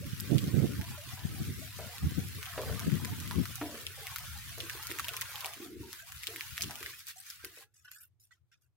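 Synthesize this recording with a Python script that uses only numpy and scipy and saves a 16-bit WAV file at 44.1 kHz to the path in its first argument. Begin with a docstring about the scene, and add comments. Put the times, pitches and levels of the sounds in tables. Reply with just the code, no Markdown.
"""Rain in front of a porch. From the start it hisses and patters on wet leaves, gusts buffet the two
microphone ports in turn, bubbles plop in puddles and fat drops from the eaves splat on the deck.
From 1.2 s drops ring the sheet roof overhead; near 5.6 s a run of water drums on it.
Soft splashes enter at 6 s. From 7 s the rain and wind sink away, leaving a few faint splashes."""
import sys
import numpy as np
from scipy import signal
from scipy.fft import rfft, irfft, next_fast_len
from scipy.io import wavfile
from scipy.ndimage import uniform_filter1d, map_coordinates

SR = 44100
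rng = np.random.default_rng(int(sys.argv[2]) if len(sys.argv) > 2 else 0)


def digitize_waveform(pressure):
    """Quantize a signal to 16-bit integers and store it at the path in sys.argv[1].

    Rows of a 2-D input are taken as channels; values are limited to [-1, 1].
    """
    field = np.atleast_2d(pressure).T
    bounded = np.clip(field, -1, 1)
    quanta = np.round(bounded * 32767).astype(np.int16)
    wavfile.write(sys.argv[1], SR, quanta)


N = 386316

# breeze between gusts: time_s, level_db
BREEZE = [(0.0, -44.5), (0.75, -40.5), (1.08, -51), (1.35, -41), (1.92, -54.5), (2.25, -38), (2.5, -54.5),
          (2.72, -43.5), (3.25, -40.5), (3.75, -53.5), (4.9, -53), (5.5, -62.5), (6.0, -63.5), (6.8, -62),
          (7.25, -74.5), (7.9, -76.5), (8.75, -79.5)]
# weak wind at a port: freq_hz, density_db
RUMBLE_SPECTRUM = [(20, -37), (36, -43), (60, -9), (90, 3.5), (125, -1), (175, -19), (260, -56.5),
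                   (450, -97)]
# strong wind at a port: freq_hz, density_db
BUFFET_SPECTRUM = [(40, -40.5), (90, -7), (150, 6.5), (250, 1.5), (400, -9.5), (600, -24), (1000, -46),
                   (2500, -71)]
# shower strength: time_s, hiss_db, patter_db
SHOWER = [(0.0, -51.5, -62), (0.4, -49, -53.5), (1.25, -50.5, -55), (1.42, -49, -67), (1.7, -50, -68),
          (1.85, -50.5, -50.5), (2.3, -49, -63), (2.5, -48, -45.5), (3.0, -48.5, -49), (3.55, -48.5, -52),
          (3.93, -50.5, -57), (4.1, -48, -50), (4.5, -49, -60), (4.72, -48, -48.5), (5.45, -48, -45),
          (5.74, -56.5, -70), (6.1, -53, -61), (6.3, -48.5, -58), (6.85, -50, -53.5), (7.08, -58, -88),
          (7.48, -52, -77), (7.63, -58, -61), (7.71, -87.5, -100), (8.76, -99, -102)]
# far rain: freq_hz, density_db
HISS_SPECTRUM = [(500, -56), (1000, -13.5), (1450, 0), (2200, 1), (3300, 0.5), (5000, -1.5), (8000, -4.5),
                 (12500, -3), (16000, -4)]
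# rain on leaves: freq_hz, density_db
PATTER_SPECTRUM = [(250, -37), (450, -18), (750, -17.5), (1100, -1), (1600, -2), (2300, -6.5), (3500, -5),
                   (7000, -27.5)]
# water spray: freq_hz, density_db
SPRAY_SPECTRUM = [(400, -49.5), (1000, -10.5), (2500, 0), (6000, 1.5), (9000, 1.5), (13000, 6), (16000, 1)]
# left-right likeness of sound from all round: freq_hz, coherence
COHERENCE = [(300, 0.88), (1400, 0.57), (3000, 0.032), (6000, 0.024)]
# still background: freq_hz, density_db
HUSH_SPECTRUM = [(100, -3), (400, -6), (1000, -11), (4000, -19.5), (16000, -25.5)]
# gusts: peak_s, level_db, left_minus_right_db, width_s, pitch_hz
GUSTS = [(0.013, -36, -14, 0.0042, 134), (0.135, -34.5, -7, 0.0048, 138.8),
         (0.325, -21.5, -20.5, 0.012, 215.6), (0.354, -21.5, -16.5, 0.019, 162),
         (0.439, -30.5, -3.5, 0.018, 171), (0.48, -30, -2, 0.011, 172.3), (0.543, -21, -12, 0.0041, 192),
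         (0.585, -22, -19, 0.024, 176.6), (0.642, -24.5, -12, 0.016, 207), (0.707, -34.5, 16, 0.02, 176),
         (0.791, -32, -12, 0.012, 128), (1.138, -41.5, 9, 0.0066, 119), (1.253, -28.5, 13, 0.004, 154),
         (1.417, -33, 3, 0.015, 131), (1.478, -41.5, -1, 0.059, 140), (1.871, -41.5, 9, 0.0033, 135),
         (2.045, -27, 1, 0.012, 123), (2.071, -29, -10, 0.017, 120), (2.12, -29.5, 18, 0.0068, 142),
         (2.184, -27.5, 17, 0.0097, 155), (2.717, -34, 9.5, 0.039, 110), (2.871, -27.5, -10, 0.0047, 150),
         (2.881, -27, 7, 0.011, 180), (2.934, -26, 19, 0.023, 146), (3.022, -43.5, 2, 0.014, 151),
         (3.126, -35, -3.5, 0.012, 131), (3.379, -24.5, 13, .012, 146), (3.406, -22.5, 18, 0.011, 148),
         (4.331, -44, 2.5, 0.08, 69.6), (5.808, -46.5, 5, 0.041, 80.5), (6.163, -50.5, 3.5, 0.047, 71),
         (6.528, -46.5, 10.5, 0.015, 87.4), (6.661, -42, 6.5, 0.029, 134), (6.847, -53.5, -3, 0.019, 79.2),
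         (7.449, -58, -2, 0.044, 74)]
# swirls of a gust: pitch_ratio, density_db
SWIRL_SPECTRUM = [(.25, -45.5), (.58, 2.5), (1, 1.5), (1.5, -4.5), (2.4, -13.5), (3.6, -26.5), (5, -47.5),
                  (8, -61.5)]
# bubbles in puddles: start_s, peak_db, pitch_hz
PLOPS = [(0.02, -49, 554), (0.825, -53.5, 678), (0.945, -56, 996), (0.975, -47, 582), (1.615, -50.5, 627),
         (1.89, -52, 713), (1.93, -56, 928), (2.38, -53, 425), (2.77, -48.5, 1200), (3.075, -52, 710),
         (3.975, -53, 525), (4.012, -52.5, 438), (4.63, -46, 333), (5.08, -50, 677), (5.83, -54.5, 920),
         (6.305, -55.5, 702), (7.16, -57, 753)]
# fat drops on the deck: start_s, level_db, pitch_hz, spray_db
DECK_DROPS = [(0.2003, -32, 7990, 1), (0.3818, -17.5, 3230, -33), (0.4409, -29.5, 3500, -19),
              (0.4743, -29.5, 4000, -22), (0.8129, -25, 1530, -21), (1.9819, -35.5, 2510, -5.5),
              (2.1086, -41, 5000, -3), (2.4287, -22, 1470, -28), (2.4568, -26.5, 3500, -17),
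              (2.7943, -29, 1167, -5), (3.048, -23.5, 1690, -10.5), (3.2011, -39, 5000, -0.5),
              (3.3106, -22, 1120, -23.5), (3.455, -24, 1270, -15.5), (3.556, -28.5, 6300, -8.5),
              (3.8664, -18.5, 3000, -24), (4.069, -22, 2150, -19), (4.1604, -21.5, 1390, -12.5),
              (4.1849, -33.5, 2000, -3), (4.603, -18.5, 2950, -31), (4.697, -18, 1600, -27),
              (4.828, -38, 1390, 1), (4.8696, -40, 6000, 4), (4.904, -26.5, 3000, -14),
              (4.9139, -28, 1990, -5.5), (4.987, -19.5, 1610, -18), (4.996, -15, 1170, -18),
              (5.0443, -22, 2940, -18), (5.0834, -21.5, 3180, -11.5), (5.09, -20.5, 2500, -30),
              (5.1354, -23, 1250, -32), (5.1664, -24, 2400, -8.5), (5.2115, -29.5, 1850, -1),
              (5.2162, -19, 1850, -14.5), (5.357, -25.5, 3070, -16), (5.407, -28, 3740, -11),
              (5.4454, -20, 2430, -21), (5.4586, -23.5, 3900, -11), (5.5356, -26.5, 2670, -21),
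              (5.9298, -27.5, 960, -13), (6.121, -31, 1556, -12), (6.2337, -23, 2030, -17.5),
              (6.2698, -16.5, 3440, -20), (6.3605, -24.5, 1790, -16), (6.4086, -18.5, 1920, -25),
              (6.569, -30, 2200, -12), (6.5788, -18.5, 1720, -19), (6.6087, -20, 2460, -18.5),
              (6.6205, -13, 5830, -21), (6.636, -20, 3240, -18), (6.7086, -26, 1450, -14),
              (6.7558, -31.5, 2980, -7.5), (6.8283, -24, 1390, -17), (6.861, -20.5, 1880, -25.5),
              (7.0689, -40, 4000, -2), (7.3015, -26.5, 4920, -16), (7.4465, -27.5, 1570, -9),
              (7.9158, -45.5, 1600, 1)]
# drops on the roof: start_s, level_db, pitch_hz, ring_s
ROOF_KNOCKS = [(1.172, -38, 850, 0.96), (1.787, -31.5, 630, 0.46), (2.577, -21.5, 562, 0.43),
               (2.69, -27.5, 560, 0.43), (3.31, -28.5, 1030, 0.2), (3.612, -23.5, 292, 0.49),
               (3.613, -27.5, 696, 0.89), (3.742, -32.5, 463, 0.39), (4.578, -36, 515, 0.42),
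               (4.749, -38.5, 354, 0.22), (4.895, -32, 365, 0.36), (5.109, -41.5, 490, 0.56),
               (5.443, -30.5, 780, 0.35), (6.28, -39.5, 440, 0.34), (6.335, -40, 365, 0.22),
               (6.633, -38, 304, 0.37), (6.696, -36, 780, 0.43), (6.809, -39, 412, 0.34),
               (7.44, -40.5, 372, 0.3), (7.571, -44.5, 507, 0.24)]
# roof sheet modes: freq_hz, level_db, t60_over_ring
SHEET_MODES = [(252, -28, 0.94), (300.5, -2, .8), (339, -6, 0.91), (389.2, -3, .7), (452, -2, 0.74),
               (504, -10, 0.37), (624, -7, 0.56), (688, -8.5, .55), (780, -11, .44), (930, -4.5, 0.35),
               (985, -3.5, .5), (1130, -17.5, 0.45), (1400, -10.5, .4)]
# water running onto the roof: time_s, level_db
RUNOFF = [(5.53, -120), (5.565, -54), (5.66, -49), (5.80, -49.5), (5.87, -52.5), (5.93, -66), (6.05, -100)]
# drumming roof: freq_hz, density_db
DRUM_SPECTRUM = [(100, -40.5), (210, -4.5), (290, 4), (360, 8), (470, -8.5), (650, -52)]
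# late splashes: start_s, hollow_db, mist_db, length_s, mist_hz
SPLASHES = [(5.983, -52, -55, 0.057, 6000), (6.117, -57, -55, 0.06, 12000), (6.9, -54, -67, 0.09, 6040),
            (7.07, -65, -52, 0.019, 6570), (7.157, -66, -50.5, 0.079, 6450), (7.256, -60, -53, 0.049, 7000),
            (7.39, -56.5, -73, 0.096, 6960), (7.548, -57, -59, 0.051, 6950), (7.738, -76, -67, 0.13, 7100),
            (7.842, -54.5, -68, 0.059, 12000), (7.909, -59, -55, 0.083, 7600),
            (8.002, -66, -54, 0.056, 12000), (8.197, -93.5, -64.5, 0.07, 7500),
            (8.307, -61.5, -72.5, 0.052, 5680), (8.514, -68, -69, 0.048, 4160),
            (8.609, -83.5, -77, 0.056, 6900)]
# hollow a splash opens in the water: freq_hz, q, level_db
HOLLOW_MODES = [(1560, 2.9, 0), (2480, 4.8, -7), (5540, 8, -17.5)]


def amp(db):
    """Decibels to gain."""
    return 10 ** (np.asarray(db) / 20)


def unit(x):
    """Scale to rms 1."""
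    return x / np.sqrt(np.mean(x ** 2) + 1e-20)


def along(points, hz):
    """Read (freq_hz, value) points on a log axis."""
    freq_hz, values = np.transpose(points)
    return np.interp(np.log(hz + 1), np.log(freq_hz), values)


def curves(rows):
    """Per-sample curve for each column after time_s."""
    time_s, *columns = np.transpose(rows)
    return [np.interp(np.arange(N) / SR, time_s, column) for column in columns]


def wobble(rate_hz, size=N):
    """Smooth random curve with knots at rate_hz."""
    knots = rng.standard_normal(int(size * rate_hz / SR) + 4)
    return map_coordinates(knots, [np.arange(size) * rate_hz / SR])


def filtered(x, response):
    """Apply a frequency response."""
    n = x.shape[-1]
    padded = next_fast_len(n + 2048, True)
    return irfft(rfft(x, padded) * response(np.fft.rfftfreq(padded, 1 / SR)), padded)[..., :n]


def resonance(hz, centre_hz, q):
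    """Causal response of one damped mode."""
    damping = 1j * hz * centre_hz / q
    return damping / (centre_hz ** 2 - hz ** 2 + damping)


def stereo(pair, spectrum):
    """Colour and blend two unrelated signals: alike in the bass, apart in the treble."""
    def response(hz):
        angle = np.arccos(np.clip(along(COHERENCE, hz), 0, 1)) / 2
        return amp(along(spectrum, hz)) * [np.cos(angle), np.sin(angle)]
    mid, side = filtered(pair, response)
    return np.array([mid + side, mid - side])


def add(track, start_s, sound):
    """Mix sound into track."""
    part = track[:, max(round(start_s * SR), 0):][:, :sound.shape[-1]]
    part += sound[..., :part.shape[-1]]


def patchy(x, depth_db, frame):
    """Shifting spots of colour with deep dips and blunt peaks."""
    spectra = signal.stft(x, nperseg=frame)[2]
    field = rng.standard_normal(spectra.shape[1:])
    field = uniform_filter1d(uniform_filter1d(field, 3, axis=0), 3, axis=1)
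    gain = amp(depth_db * np.minimum(unit(field), 1.4))
    return signal.istft(spectra * gain, nperseg=frame)[1][:, :x.shape[-1]]


def ports(pan_db):
    """Left and right gains at constant total power."""
    gain = amp([[pan_db / 2], [-pan_db / 2]])
    return gain / np.sqrt(np.mean(gain ** 2))


def eddies(spectrum, size=N):
    """Turbulence of evened-out strength, unrelated at the two ports."""
    swirl = filtered(rng.standard_normal((2, size)), lambda hz: amp(along(spectrum, hz)))
    power = np.abs(uniform_filter1d(uniform_filter1d(swirl ** 2, 1400), 900)) + 1e-12
    return unit(swirl / np.sqrt(power))


def breeze(knee_db=-38.5, knee_width_db=3):
    """Wind at the ports: rumble below the knee, buffeting above; weaker flow flutters more."""
    level_db, = curves(BREEZE)
    depth_db = 3.5 + 0.0289 * (knee_db - level_db)
    flutter_db = depth_db * np.array([wobble(rate_hz=26), wobble(rate_hz=26)])
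    flow = amp(level_db + flutter_db) * ports(pan_db=2.0)
    buffet_share = 1 / (1.5 + np.exp((knee_db - 20 * np.log10(flow)) / knee_width_db))
    rumble = np.sqrt(1 - buffet_share) * eddies(RUMBLE_SPECTRUM)
    buffet = np.sqrt(buffet_share) * eddies(BUFFET_SPECTRUM)
    return flow * (rumble + buffet)


def grains(rate_hz, spread_db, decay_s):
    """Droplet crackle: tiny noise bursts of random time, size and pan."""
    moment, weight, pan = rng.random((int(rate_hz * N / SR), 3)).T
    size = amp(spread_db * np.minimum(-np.log(1 - weight), 4))
    at = (moment * N).astype(int)
    power = np.array([np.bincount(at, size ** 2 * share, N) for share in (pan + .5, 1.5 - pan)])
    power = signal.lfilter([1], [1, -np.exp(-2 / (decay_s * SR))], power)
    return unit(np.sqrt(power) * rng.standard_normal((2, N)))


def leaf_taps(rate_hz, centre_hz, decay_cycles, spread_db):
    """Drops on wet leaves: dull ticks of random pitch and place, as mid and side."""
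    moment, pitch, weight, pan = rng.random((int(rate_hz * N / SR), 4, 1)).swapaxes(0, 1)
    t = np.arange(400) / SR
    hz = centre_hz * 2 ** (3 * (pitch - .5))
    size = amp(spread_db * np.minimum(-np.log(1 - weight), 3.5))
    tick = size * np.exp(-t * hz / decay_cycles) * (1 - t / t[-1]) * np.sin(2 * np.pi * hz * t)
    at = (moment * N).astype(int) + np.arange(len(t))
    mid_side = [np.bincount(at.ravel(), (tick * gain).ravel(), N)[:N] for gain in (1, 2 * pan - 1)]
    return unit(np.array(mid_side))


def shower(full_db=-48.5):
    """Small drops hiss in the trees, patter on leaves and tick on boards; thin rain flickers."""
    hiss_db, patter_db = curves(SHOWER)
    fine = grains(rate_hz=600, spread_db=1.5, decay_s=0.00016)
    fine += amp(4.0) * rng.standard_normal((2, N))
    coarse = leaf_taps(rate_hz=390, centre_hz=1584, decay_cycles=1.4, spread_db=2.5)
    coarse += amp(4.5) * rng.standard_normal((2, N))
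    hiss = unit(patchy(stereo(fine, HISS_SPECTRUM), depth_db=4.5, frame=1024))
    ticks = unit(stereo(grains(rate_hz=70, spread_db=7.5, decay_s=0.0005), SPRAY_SPECTRUM))
    patter = unit(patchy(stereo(coarse, PATTER_SPECTRUM), depth_db=6.0, frame=1024))
    flicker = amp(0.6949 * np.clip(full_db - hiss_db, 0, 8) * wobble(rate_hz=22))
    return flicker * (amp(hiss_db + 2.5) * (hiss + amp(-17.0) * ticks) + amp(patter_db - 5.5) * patter)


def hush(level_db=-92.5):
    """Faint steady background."""
    return amp(level_db) * unit(stereo(rng.standard_normal((2, N)), HUSH_SPECTRUM))


def gusts(eddy_cycles=0.72, port_cutoff_hz=55):
    """Each gust thumps the ports with one sharp eddy amid lumpy swirls; the ports cut the deep bass."""
    out = np.zeros((2, N + SR))  # 1 s of lead-in
    t = np.arange(SR // 2) / SR - .25
    for peak_s, level_db, pan_db, width_s, pitch_hz in GUSTS:
        swell = (1 + (t / max(1.7 * width_s, .008)) ** 2) ** -1.8
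        lumps = amp(0.5 * wobble(rate_hz=59.7, size=len(t)))
        swirls = eddies([(pitch_hz * ratio, db) for ratio, db in SWIRL_SPECTRUM], len(t))
        churn = np.array([unit(port) for port in swell * lumps * swirls]) * np.sqrt(np.mean(swell ** 2))
        eddy = np.cos(2 * np.pi * (pitch_hz * t + rng.random((2, 1))))
        eddy /= (1 + (t * pitch_hz / eddy_cycles) ** 2) ** 2
        add(out, 1 + peak_s + t[0], amp(level_db) * ports(pan_db) * (amp(-1) * churn + amp(4) * eddy))
    return filtered(out[:, SR:], lambda hz: 1 - 1 / (1 + (hz / port_cutoff_hz) ** 8))


def strays(rate_hz, over_db, centre_hz, scatter_db=4.5):
    """Random lesser drops that follow the shower's level: start_s, level_db, pitch_hz."""
    shower_db = np.mean(curves(SHOWER), axis=0)
    rows = []
    for moment, size, pitch in rng.random((int(rate_hz * N / SR), 3)):
        level_db = shower_db[int(moment * N)] + over_db + scatter_db * (2 * size - 1)
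        rows.append((moment * N / SR, level_db, centre_hz * 2 ** (1.6 * (pitch - .5))))
    return rows


def plops(rise_s=0.0054, t60_s=0.14, climb_oct_per_s=.7, waver_rad=0.76):
    """Each drop traps a bubble in a puddle; it rings briefly, climbing slightly in pitch."""
    out, t = np.zeros((2, N)), np.arange(SR // 5) / SR
    envelope = (1 - np.exp(-t / rise_s)) * amp(-60 * t / t60_s)
    for start_s, peak_db, pitch_hz in list(PLOPS) + strays(rate_hz=26, over_db=-5.5, centre_hz=1150):
        glide_hz = pitch_hz * 2 ** (climb_oct_per_s * (t - rise_s))
        phase = 2 * np.pi * np.cumsum(glide_hz) / SR + waver_rad * wobble(rate_hz=110, size=len(t))
        add(out, start_s, amp(peak_db) * envelope / envelope.max() * np.sin(phase))
    return out


def deck_drops(lead_s=.006, wall_delay_s=.0062, max_rebound_s=0.0058, stray_spray_db=-17.5):
    """A sharp hollow slap with spray, a rebounding droplet and an echo off the porch wall."""
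    out, t = np.zeros((2, N)), np.arange(SR // 12) / SR - lead_s
    burst = lambda age_s, t60_s: (age_s >= 0) * amp(-60 * np.abs(age_s) / t60_s)
    impact = burst(t, .0028) + .06 * burst(t, .025) + .03 * burst(t, .14)
    echo = 0.38 * burst(t - wall_delay_s, .005)
    lesser = [(*row, stray_spray_db) for row in strays(rate_hz=13, over_db=14.5, centre_hz=2190)]
    for start_s, level_db, pitch_hz, spray_db in list(DECK_DROPS) + lesser:
        delay, size = rng.random(2)
        rebound = 0.34 * size * burst(t - max_rebound_s * delay, .005)
        splat = stereo((impact + echo + rebound) * rng.standard_normal((2, len(t))), SPRAY_SPECTRUM)
        wet_body = stereo(burst(t, 0.068) * rng.standard_normal((2, len(t))), SPRAY_SPECTRUM)
        slap = unit(filtered(splat + .15 * wet_body, lambda hz: resonance(hz, pitch_hz, q=3.5)))
        spray = unit(patchy(splat, depth_db=6.0, frame=128))
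        add(out, start_s + .0005 - lead_s, amp(level_db - 28.0) * (slap + amp(spray_db + 15.0) * spray))
    return out


def roof_knocks(sag_s=.55, rise_s=0.00067):
    """Each drop smacks the sheet and rings the modes near one pitch; a rattle darkens as it dies."""
    out, t = np.zeros((2, N)), np.arange(SR // 3) / SR
    mode_hz, mode_db, t60_over_ring = np.transpose(SHEET_MODES)[:, :, None]
    slowing_s = sag_s * (1 - np.exp(-t / sag_s))
    for start_s, level_db, pitch_hz, ring_s in ROOF_KNOCKS:
        scatter, detune, offset = rng.standard_normal((3, len(SHEET_MODES), 1))
        gain = amp(mode_db + 2 * scatter - 25 * np.abs(np.log2(mode_hz / pitch_hz)))
        phase = 2 * np.pi * mode_hz * (1 + 0.012 * detune) * t + np.pi * offset
        modes = np.sum(gain * amp(-60 * t / (ring_s * t60_over_ring)) * np.sin(phase), axis=0)
        rattle = rng.standard_normal(len(t))
        rattle = filtered(rattle, lambda hz: resonance(hz, pitch_hz * 1.03, q=3.3) ** 2)
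        rattle = np.interp(slowing_s, t, rattle) * amp(-60 * t / (ring_s * 1.04))
        smack = rng.standard_normal(len(t)) * amp(-60 * t / 0.075)
        smack = filtered(smack, lambda hz: resonance(hz, 1400, q=1.2) ** 2)
        knock = unit(modes) + amp(-2.5) * unit(rattle) + amp(-7.5) * unit(smack)
        knock *= 1 - np.exp(-t / rise_s)
        add(out, start_s, amp(level_db - 5) * knock / np.abs(knock).max())
    return out


def runoff():
    """A quick string of drops merges into a dull roll on the roof."""
    level_db, = curves(RUNOFF)
    roll = grains(rate_hz=160, spread_db=-1.0, decay_s=0.019)
    return amp(level_db) * unit(stereo(roll, DRUM_SPECTRUM))


def splashes(rise_s=0.0044, bead_db=3.5):
    """Soft splashes: a hollow watery ring under a mist that breaks into droplets."""
    out, t = np.zeros((2, N)), np.arange(SR // 4) / SR
    hollow = lambda hz: sum(amp(db) * resonance(hz, mode_hz, q) ** 2 for mode_hz, q, db in HOLLOW_MODES)
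    for start_s, hollow_db, mist_db, length_s, mist_hz in SPLASHES:
        envelope = (1 - np.exp(-t / rise_s)) * np.exp(-(t / length_s) ** 3)
        mist = lambda hz: resonance(hz, mist_hz, q=0.95) ** 2
        for level_db, colour, bead_rate_hz in ((hollow_db, hollow, 70), (mist_db, mist, 240)):
            spray = filtered(stereo(rng.standard_normal((2, len(t))), SPRAY_SPECTRUM), colour)
            spray = patchy(spray, depth_db=19, frame=1024)
            beads = amp(bead_db * wobble(bead_rate_hz, len(t)))
            splash = unit(envelope * spray * beads) * np.sqrt(np.mean(envelope ** 2))
            add(out, start_s, amp(level_db) * splash)
    return out


def scene():
    """Everything heard from the porch."""
    return (breeze() + gusts() + shower() + roof_knocks() + runoff()
            + plops() + splashes() + hush() + deck_drops())


def record(dry, cutoff_hz=15950):
    """Steep low-pass."""
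    return filtered(dry, lambda hz: 1 / (1 + (hz / cutoff_hz) ** 200))


dry = scene()
out = record(dry)
digitize_waveform(out)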